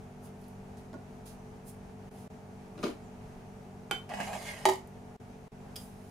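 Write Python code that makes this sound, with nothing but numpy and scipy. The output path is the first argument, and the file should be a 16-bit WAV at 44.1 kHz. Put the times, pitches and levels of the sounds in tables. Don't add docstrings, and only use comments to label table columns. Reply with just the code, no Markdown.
import sys
import numpy as np
from scipy import signal
from scipy.fft import rfft, irfft
from scipy.io import wavfile
from scipy.ndimage import uniform_filter1d

SR = 44100
rng = np.random.default_rng(int(sys.argv[2]) if len(sys.argv) > 2 else 0)


def unload_wav(signal):
    wavfile.write(
        sys.argv[1],
        SR,
        np.round(np.clip(np.atleast_2d(signal).T, -1, 1) * 32767).astype(np.int16),
    )


N = 269010

# pitch_hz, starting level_db (before wander and pan)
HUM_TONES = [(32.3, -71), (97, -68), (101, -57.5), (145.3, -58), (193.8, -54), (242.2, -57), (387.6, -65.5),
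             (436, -60.5), (629.8, -68.5), (726.7, -67), (775.2, -83.5), (823.6, -69), (915.2, -71.5)]
# frequency_hz, relative density_db
ROOM_SPECTRUM = [(12, -26), (20, -5), (198, -5.5), (255, -7.5), (293, -14.5), (434, -9.5), (513, -15),
                 (718, -11), (1060, -19), (2320, -28.5), (3530, -36.5), (6010, -36.5), (7950, -40),
                 (10800, -42.5), (16000, -52)]
# centre_hz, width_hz, mean level_db, flicker_db
NARROW_HISSES = [(5960, 110, -83.5, 3), (2500, 730, -75, 2)]
# frequency_hz, correlation (0 to 1)
CORRELATION = [(25, 1), (60, 0.87), (250, 0.83), (1000, 0.073), (4000, 0.22), (12000, 0.76)]
# peak_s, rise_s, fall_s, level_db (before high-pass), low_cut_hz
TREBLE_SWELLS = [(.255, .02, 0.015, -52, 7050), (.43, 0.04, .08, -64.5, 5000),
                 (.778, .003, 0.022, -58.5, 4000), (1.264, .006, 0.025, -48, 4300),
                 (1.32, 0.02, 0.021, -60, 5000), (1.695, 0.022, 0.0094, -44, 8000),
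                 (2.21, 0.068, 0.03, -58, 5000), (2.86, .033, 0.034, -50.5, 1500),
                 (5.8, .025, 0.059, -50.5, 8000), (6.09, 0.19, .03, -62.5, 4000)]
# frequency_hz, relative density_db
TREBLE_SPECTRUM = [(1000, 14), (4000, 0.5), (6500, -2.5), (8000, -3.5), (10500, 0.5), (12500, -6.5),
                   (15000, -8)]
# start_s, peak_db (before pan), pitch_hz
METAL_TICKS = [(.272, -54, 2440), (.415, -58, 11000), (.44, -55, 4600), (.482, -53, 10800),
               (.771, -51.5, 5000), (.93, -51, 3080), (1.262, -53, 10000), (2.174, -56, 2650),
               (4.873, -50, 10600)]
# start_s, level_db, crack_over_ring_db
LOCK_BLOWS = [(.931, -49.5, -15), (.94, -44, -13), (.957, -64, -7.5)]
# pitch_hz, level_db, t60_s
HANDLE_MODES = [(265, 4, 0.076), (390, -2, 0.13), (580, 2, 0.043), (644, 2, 0.052), (870, 4, 0.016),
                (1110, -7, 0.033), (1444, -10, 0.09), (1900, -8, .015)]
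# start_s, level_db, crack_over_ring_db
PAT_BLOWS = [(2.756, -49, -23), (2.778, -42.5, -4), (2.79, -41.5, -6), (2.829, -36, 0), (2.833, -25, -9.5),
             (2.838, -35.5, 7.5), (2.846, -39, -12), (2.857, -34, -7), (2.866, -30, -8.5), (2.88, -38, -3)]
# pitch_hz, level_db, t60_s
CASING_MODES = [(150, -10, 0.061), (210, -2, 0.064), (249, -0.5, 0.038), (310, -1.5, 0.073),
                (390, -5, 0.11), (464, -5, 0.068), (595, -9, 0.093), (703, -4.5, 0.033), (980, -4, 0.018),
                (1170, -4, 0.019), (1386, -3.5, 0.019), (2420, -2, 0.01)]
# middle_s, half_length_s, centre_hz, width_hz, level_db (before envelope)
PASSING_HISS = (3.07, .065, 7250, 250, -75)
# start_s, level_db, crack_over_ring_db
CLINK_BLOWS = [(3.911, -32.5, 5.5), (3.9135, -37.5, 5.5)]
# pitch_hz, level_db, t60_s
CUP_MODES = [(423, 3.5, 0.017), (805, 2, 0.042), (1025, 2, 0.07), (1430, 2.5, 0.053), (1900, -2.5, 0.021),
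             (2240, 2, 0.046), (2650, -5.5, 0.037), (3000, -10, 0.12), (3080, 0, 0.14), (3500, -2, .02),
             (4730, -8, .015), (7300, -15, .012), (9450, -23, .015)]
# time_s, boom_db, grit_db, fine_hiss_db (before surges and pan),
# lower_ring_hz, upper_ring_hz
SLIDE_PATH = [(4.084, -78, -67, -75, 2090, 2490), (4.099, -46, -58, -68, 2020, 2550),
              (4.13, -49.5, -56, -61, 1900, 2870), (4.2, -43.5, -53.5, -58, 2030, 2870),
              (4.26, -48.5, -56.5, -54, 2150, 2650), (4.315, -42.5, -54, -54, 2520, 3200),
              (4.39, -48, -57, -55, 2060, 3430), (4.484, -52, -50.5, -50, 2150, 3500),
              (4.64, -53, -56.5, -57.5, 1900, 2460)]
# centre_hz, width_hz, relative level_db
DRAG_RESONANCES = [(203, 21, -6), (590, 320, 1.5), (767, 180, 9), (905, 370, -2.5), (1633, 82, 1),
                   (1836, 82, 0.5), (2180, 98, 2), (2550, 130, -1), (2870, 76, 0.5), (3150, 330, -3)]
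# centre_hz, width_hz, relative level_db
TREBLE_RINGS = [(4300, 400, 0.5), (4750, 160, 0.5), (5200, 210, 3.5), (5940, 300, 1.5), (6600, 470, 3.5),
                (7400, 420, 4), (8400, 580, 1), (9100, 610, -0.5), (10400, 820, 0), (11600, 1500, -4),
                (14200, 2300, -19)]
# start_s, level_db, crack_over_ring_db
CATCH_BLOWS = [(4.092, -45.5, -5.5), (4.137, -41.5, -6.5), (4.171, -47, -12), (4.201, -33.5, -9),
               (4.23, -39.5, -9.5), (4.276, -58, -5.5), (4.331, -40, -6)]
# start_s, level_db, crack_over_ring_db
LANDING_BLOWS = [(4.654, -11, -10), (4.66, -23, -4.5), (4.688, -18, -9.5), (4.696, -33, 4),
                 (4.717, -26.5, -10.5), (4.735, -40.5, 1.5), (4.756, -55, 10)]
# pitch_hz, level_db, t60_s
PLATE_MODES = [(620, 6, 0.0068), (873, 2.5, 0.048), (977, -5, 0.035), (1017, -3, 0.029), (1243, -18, 0.058),
               (1860, -4, 0.021), (1930, -5.5, 0.023), (2150, -3, 0.011), (3025, -8.5, 0.015),
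               (3850, -21.5, 0.052), (4630, -16.5, 0.023), (6880, -18, 0.021), (8500, -23, 0.014)]
# pitch_hz, level_db, t60_s (before choking)
SCALE_MODES = [(200, -16, .08), (335, -10, .1), (381, 0, .3), (500, -12, .06), (643, -6, .2)]
# start_s, level_db, crack_over_ring_db
CLICK_BLOWS = [(5.758, -41.5, -2), (5.762, -38, 1), (5.767, -54, -2)]
# pitch_hz, level_db, t60_s
CLICK_MODES = [(3160, -3.5, 0.014), (3900, -11, .02), (4760, -9, 0.026), (4860, -1, 0.023),
               (5200, -4, 0.022), (8640, -6, .02), (10600, -5, 0.019)]
# frequency_hz, relative density_db
WALL_SPECTRUM = [(60, -24), (200, -1.5), (900, -1), (1900, -0.5), (3000, 0.5), (5000, -1.5), (16000, -6)]
# centre_hz, width_hz, gain_db
MICROPHONE_PEAKS = [(6700, 760, -14.5), (9040, 160, -3), (10700, 120, -5)]
# start_s, end_s, depth_db, lasting step_db of hum under 300 Hz, step_db of higher tones
LEVEL_DROPOUTS = [(2.092, 2.113, -14, -0.5, 2), (2.279, 2.303, -28, -0.4, -1),
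                  (5.165, 5.201, -38, -2.03, -2.26), (5.481, 5.52, -43, 1, 0)]

ROOM_NOISE_DB = -51.5
SWELL_PAN_DB, TICK_PAN_DB = -4.5, -2
SURGE_DB, SURGE_S = 3.5, .02
BOOM_HZ, BOOM_SAG_HZ_PER_S = 712, 97
DULL_START_DB, BRIGHTEN_S = -6, .12
WEIGHT_LAG_S, WEIGHT_DB = .002, -16
SETTLE_S, SETTLE_DB_PER_S = 4.72, 500
KITCHEN_T60_S, KITCHEN_DB = 0.24, -2.5
DUCK_FROM_DB, DUCK_SHARE, RELEASE_DB_PER_S = -30.5, 0.19, 53
CUTOFF_HZ = 16500


def amp(db):
    return 10 ** (np.asarray(db, float) / 20)


def rms_one(x):
    return x / np.sqrt(np.mean(x ** 2) + 1e-20)


def at_hz(points, hz):
    table = np.array(points)
    return np.interp(np.log(hz), np.log(table[:, 0]), table[:, 1])


def sides(pan_db):
    return amp(np.multiply.outer([.5, -.5], pan_db))


def drift(rate_hz):
    step = 40
    r = np.exp(-2 * np.pi * rate_hz * step / SR)
    warm_up = 2000
    noise = rng.standard_normal(N // step + 2 + warm_up)
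    slow = signal.lfilter([1], [1, -2 * r, r * r], noise)[warm_up:]
    return np.interp(np.arange(N) / step, np.arange(len(slow)), rms_one(slow))


def resonance(x, hz, width):
    r = np.exp(-np.pi * width / SR)
    zeros = np.array([1, 0, -1]) * (1 - r * r) / 2
    return signal.lfilter(zeros, [1, -2 * r * np.cos(2 * np.pi * hz / SR), r * r], x)


def coloured(spectrum):
    hz = np.maximum(np.fft.rfftfreq(N, 1 / SR), 1)
    mid, side = rfft(rng.standard_normal((2, N))) * amp(at_hz(spectrum, hz))
    alike = np.clip(at_hz(CORRELATION, hz), 0, 1)
    stereo = np.sqrt(1 + alike) * mid + np.sqrt(1 - alike) * side * [[1], [-1]]
    return rms_one(irfft(stereo, N))


def band_noise(hz, width):
    return rms_one(resonance(rng.standard_normal((2, N)), hz, width))


def strike(hits, modes, pan_db, contact_s, crack_s, low_hz, high_hz):
    out = np.zeros((2, N))
    hz, level_db, t60 = np.array(modes).T[:, :, None]
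    t = np.arange(SR // 3) / SR
    polarity = (-1.) ** np.arange(len(hz))[:, None]
    rings = amp(level_db - 60 * t / t60) * np.sin(2 * np.pi * hz * t) * polarity
    band = np.vstack([signal.butter(1, low_hz, "high", fs=SR, output="sos"),
                      signal.butter(2, high_hz, fs=SR, output="sos")])
    for start_s, db, crack_db in hits:
        uneven = amp(rng.normal(0, 1, hz.shape))
        body = (rings * uneven).sum(axis=0) * (1 - np.exp(-t / contact_s))
        noise = rng.standard_normal(len(t)) + 0.69 * rng.standard_normal((2, len(t)))
        crack = signal.sosfilt(band, np.exp(-t / crack_s) * noise)
        blow = sides(pan_db)[:, None] * amp(db) * (body + amp(crack_db) * crack)
        at = round(start_s * SR)
        out[:, at:at + len(t)] += blow[:, :N - at]
    return out


def hum():
    t = np.arange(N) / SR
    low_db, high_db = np.zeros((2, N))
    for _, end, _, low_step_db, high_step_db in LEVEL_DROPOUTS:
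        low_db += low_step_db * (t > end)
        high_db += high_step_db * (t > end)
    wobble_s = 0.00031 * drift(1.42)
    tones = np.zeros(N)
    for hz, db in HUM_TONES:
        level_db = db + (low_db if hz < 300 else high_db) + drift(5.4)
        phase = 2 * np.pi * (hz * (t + wobble_s) + rng.random())
        tones += np.sqrt(2) * amp(level_db) * np.sin(phase)
    return np.outer(sides(0.43), tones)


def room_noise():
    return amp(ROOM_NOISE_DB + 0.68 * drift(4.2)) * coloured(ROOM_SPECTRUM)


def narrow_hisses():
    return sum(amp(db + flicker_db * drift(8.3)) * band_noise(hz, width)
               for hz, width, db, flicker_db in NARROW_HISSES)


def treble_swells():
    t, noise, out = np.arange(N) / SR, coloured(TREBLE_SPECTRUM), np.zeros((2, N))
    for peak_s, rise, fall, db, low_hz in TREBLE_SWELLS:
        swell = np.exp(-.5 * ((t - peak_s) / np.where(t < peak_s, rise, fall)) ** 2)
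        high_pass = signal.butter(2, low_hz, "high", fs=SR, output="sos")
        out += amp(db) * sides(SWELL_PAN_DB)[:, None] * swell * signal.sosfilt(high_pass, noise)
    return out


def ticks():
    out, t = np.zeros((2, N)), np.arange(SR // 20) / SR
    for start_s, peak_db, hz in METAL_TICKS:
        contact = rng.standard_normal(len(t)) * np.exp(-t / 0.0036)
        burst = resonance(contact, hz, .5 * hz)
        at = round(start_s * SR)
        out[:, at:at + len(t)] += np.outer(sides(TICK_PAN_DB), amp(peak_db) * burst / np.abs(burst).max())
    return out


def lock():
    return strike(LOCK_BLOWS, HANDLE_MODES, pan_db=-3, contact_s=0.00063, crack_s=0.0051,
                  low_hz=1500, high_hz=8000)


def pats():
    return strike(PAT_BLOWS, CASING_MODES, pan_db=1.5, contact_s=0.0026, crack_s=0.0068,
                  low_hz=900, high_hz=3900)


def passing_hiss():
    mid_s, half_s, hz, width, db = PASSING_HISS
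    envelope = np.exp(-((np.arange(N) / SR - mid_s) / half_s) ** 4)
    return amp(db) * envelope * band_noise(hz, width)


def clink():
    return strike(CLINK_BLOWS, CUP_MODES, pan_db=-3.0, contact_s=.0002, crack_s=0.0019,
                  low_hz=590, high_hz=10000)


def gliding(x, hz, width):
    turn = np.exp(2j * np.pi * np.cumsum(hz) / SR)
    r = np.exp(-np.pi * width / SR)
    return (turn * signal.lfilter([1 - r], [1, -r], x / turn)).real


def grit(per_s):
    sizes = amp(2.5 * np.minimum(rng.exponential(1, N), 4)) * rng.choice([-1, 1], N)
    return (rng.random(N) < per_s / SR) * sizes * amp(3.1 * drift(21.0))


def stereo_grit(per_s):
    return grit(per_s) + .5 * grit(per_s) * [[1], [-1]]


def gliding_ring(grains, hz, width, outer_width):
    return rms_one(gliding(gliding(grains, hz, width), hz, outer_width))


def fixed_rings(grains, upper):
    total = np.zeros((2, N))
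    for k, (hz, width, db) in enumerate(DRAG_RESONANCES):
        if (hz > 1300) == upper:
            ring = resonance(resonance(grains, hz, width), hz, 3 * width)
            total += (-1) ** k * amp(db) * rms_one(ring)
    return rms_one(total)


def slide():
    path_s, boom_db, grit_db, fine_db, lower, upper = np.transpose(SLIDE_PATH)
    t = np.arange(N) / SR
    surge_db = sum(SURGE_DB * (t > at) * np.exp(-np.abs(t - at) / SURGE_S) for at, *_ in CATCH_BLOWS)
    moving = (t > path_s[0]) & (t < LANDING_BLOWS[0][0])
    boom, scrape, fine = (moving * amp(np.interp(t, path_s, db) + surge_db)
                          for db in (boom_db, grit_db, fine_db))
    lower_hz, upper_hz = (np.interp(t, path_s, hz) for hz in (lower, upper))
    travelled_s = np.clip(t, path_s[0], path_s[-1]) - path_s[0]
    boom_hz = BOOM_HZ - BOOM_SAG_HZ_PER_S * travelled_s

    grains = stereo_grit(2500)
    low = fixed_rings(grains, upper=False) + gliding_ring(grains, boom_hz, 114, 190)
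    middle = fixed_rings(grains, upper=True) + gliding_ring(grains, lower_hz, 91, 300)
    middle += amp(-6.0) * gliding_ring(grains, upper_hz, 150, 350)

    rub = coloured(TREBLE_SPECTRUM) + 0.3 * rms_one(stereo_grit(600))
    dull_db = DULL_START_DB * np.exp(-travelled_s / BRIGHTEN_S)
    hiss = np.zeros((2, N))
    for hz, width, db in TREBLE_RINGS:
        level_db = db + dull_db * (hz > 8000) + 2.7 * drift(13.6)
        hiss += amp(level_db) * rms_one(resonance(rub, hz, width))
    hiss /= np.sqrt(np.mean(hiss[:, moving] ** 2))
    return (boom * sides(-2.4)[:, None] * low + scrape * sides(-0.98)[:, None] * middle
            + fine * sides(-3.5)[:, None] * hiss)


def catches():
    modes = [(hz, db - 6 * (hz > 1300), 2.8 / width) for hz, width, db in DRAG_RESONANCES]
    return strike(CATCH_BLOWS, modes, pan_db=-3.0, contact_s=0.00033, crack_s=0.012,
                  low_hz=1500, high_hz=8000)


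def landing():
    return strike(LANDING_BLOWS, PLATE_MODES, pan_db=-2.5, contact_s=0.00074, crack_s=0.0039,
                  low_hz=1500, high_hz=11000)


def weight():
    blow = (LANDING_BLOWS[0][0] + WEIGHT_LAG_S, WEIGHT_DB, -8)
    ring = strike([blow], SCALE_MODES, pan_db=-4.0, contact_s=0.011, crack_s=0.012,
                  low_hz=300, high_hz=3000)
    return ring * amp(-SETTLE_DB_PER_S * np.maximum(np.arange(N) / SR - SETTLE_S, 0))


def late_click():
    return strike(CLICK_BLOWS, CLICK_MODES, pan_db=-2.0, contact_s=.0003, crack_s=0.0041,
                  low_hz=3000, high_hz=14900)


def kitchen(x):
    t = np.arange(SR // 2) / SR
    tail = coloured(WALL_SPECTRUM)[:, :len(t)]
    tail = tail * amp(-60 * t / KITCHEN_T60_S) * np.clip(t / 0.0016, 0, 1)
    tail = tail / np.sqrt((tail ** 2).sum(axis=1, keepdims=True))
    return amp(KITCHEN_DB) * signal.fftconvolve(x, tail, axes=1)[:, :N]


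def scene():
    background = hum() + room_noise() + narrow_hisses() + passing_hiss()
    plain = treble_swells() + ticks() + lock() + pats() + clink() + late_click()
    dragged, caught, landed, deep = slide(), catches(), landing(), weight()
    wet = plain + amp(-7.0) * dragged + amp(4.5) * caught + amp(-1.5) * landed + amp(-8) * deep
    return plain + dragged + caught + landed + deep + kitchen(wet) + background


def record(dry):
    t = np.arange(N) / SR
    dry = dry + sum(amp(db) * resonance(dry, hz, width) for hz, width, db in MICROPHONE_PEAKS)
    power = uniform_filter1d((dry ** 2).mean(axis=0), size=441)
    level_db = 10 * np.log10(power + 1e-12)
    release_db = RELEASE_DB_PER_S * t
    held_db = np.maximum.accumulate(level_db + release_db) - release_db
    gain_db = uniform_filter1d(-DUCK_SHARE * np.maximum(held_db - DUCK_FROM_DB, 0), size=221)
    for start, end, depth_db, *_ in LEVEL_DROPOUTS:
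        gain_db = gain_db + depth_db * np.clip(np.minimum((t - start) / 0.0037, (end - t) / 0.01), 0, 1)
    floor = amp(-74) * coloured([(100, 4), (2000, -5), (6000, -16), (16000, -24)])
    top_cut = signal.cheby2(12, 60, CUTOFF_HZ, fs=SR, output="sos")
    return signal.sosfilt(top_cut, dry * amp(gain_db) + floor)


dry = scene()
out = record(dry)
unload_wav(out)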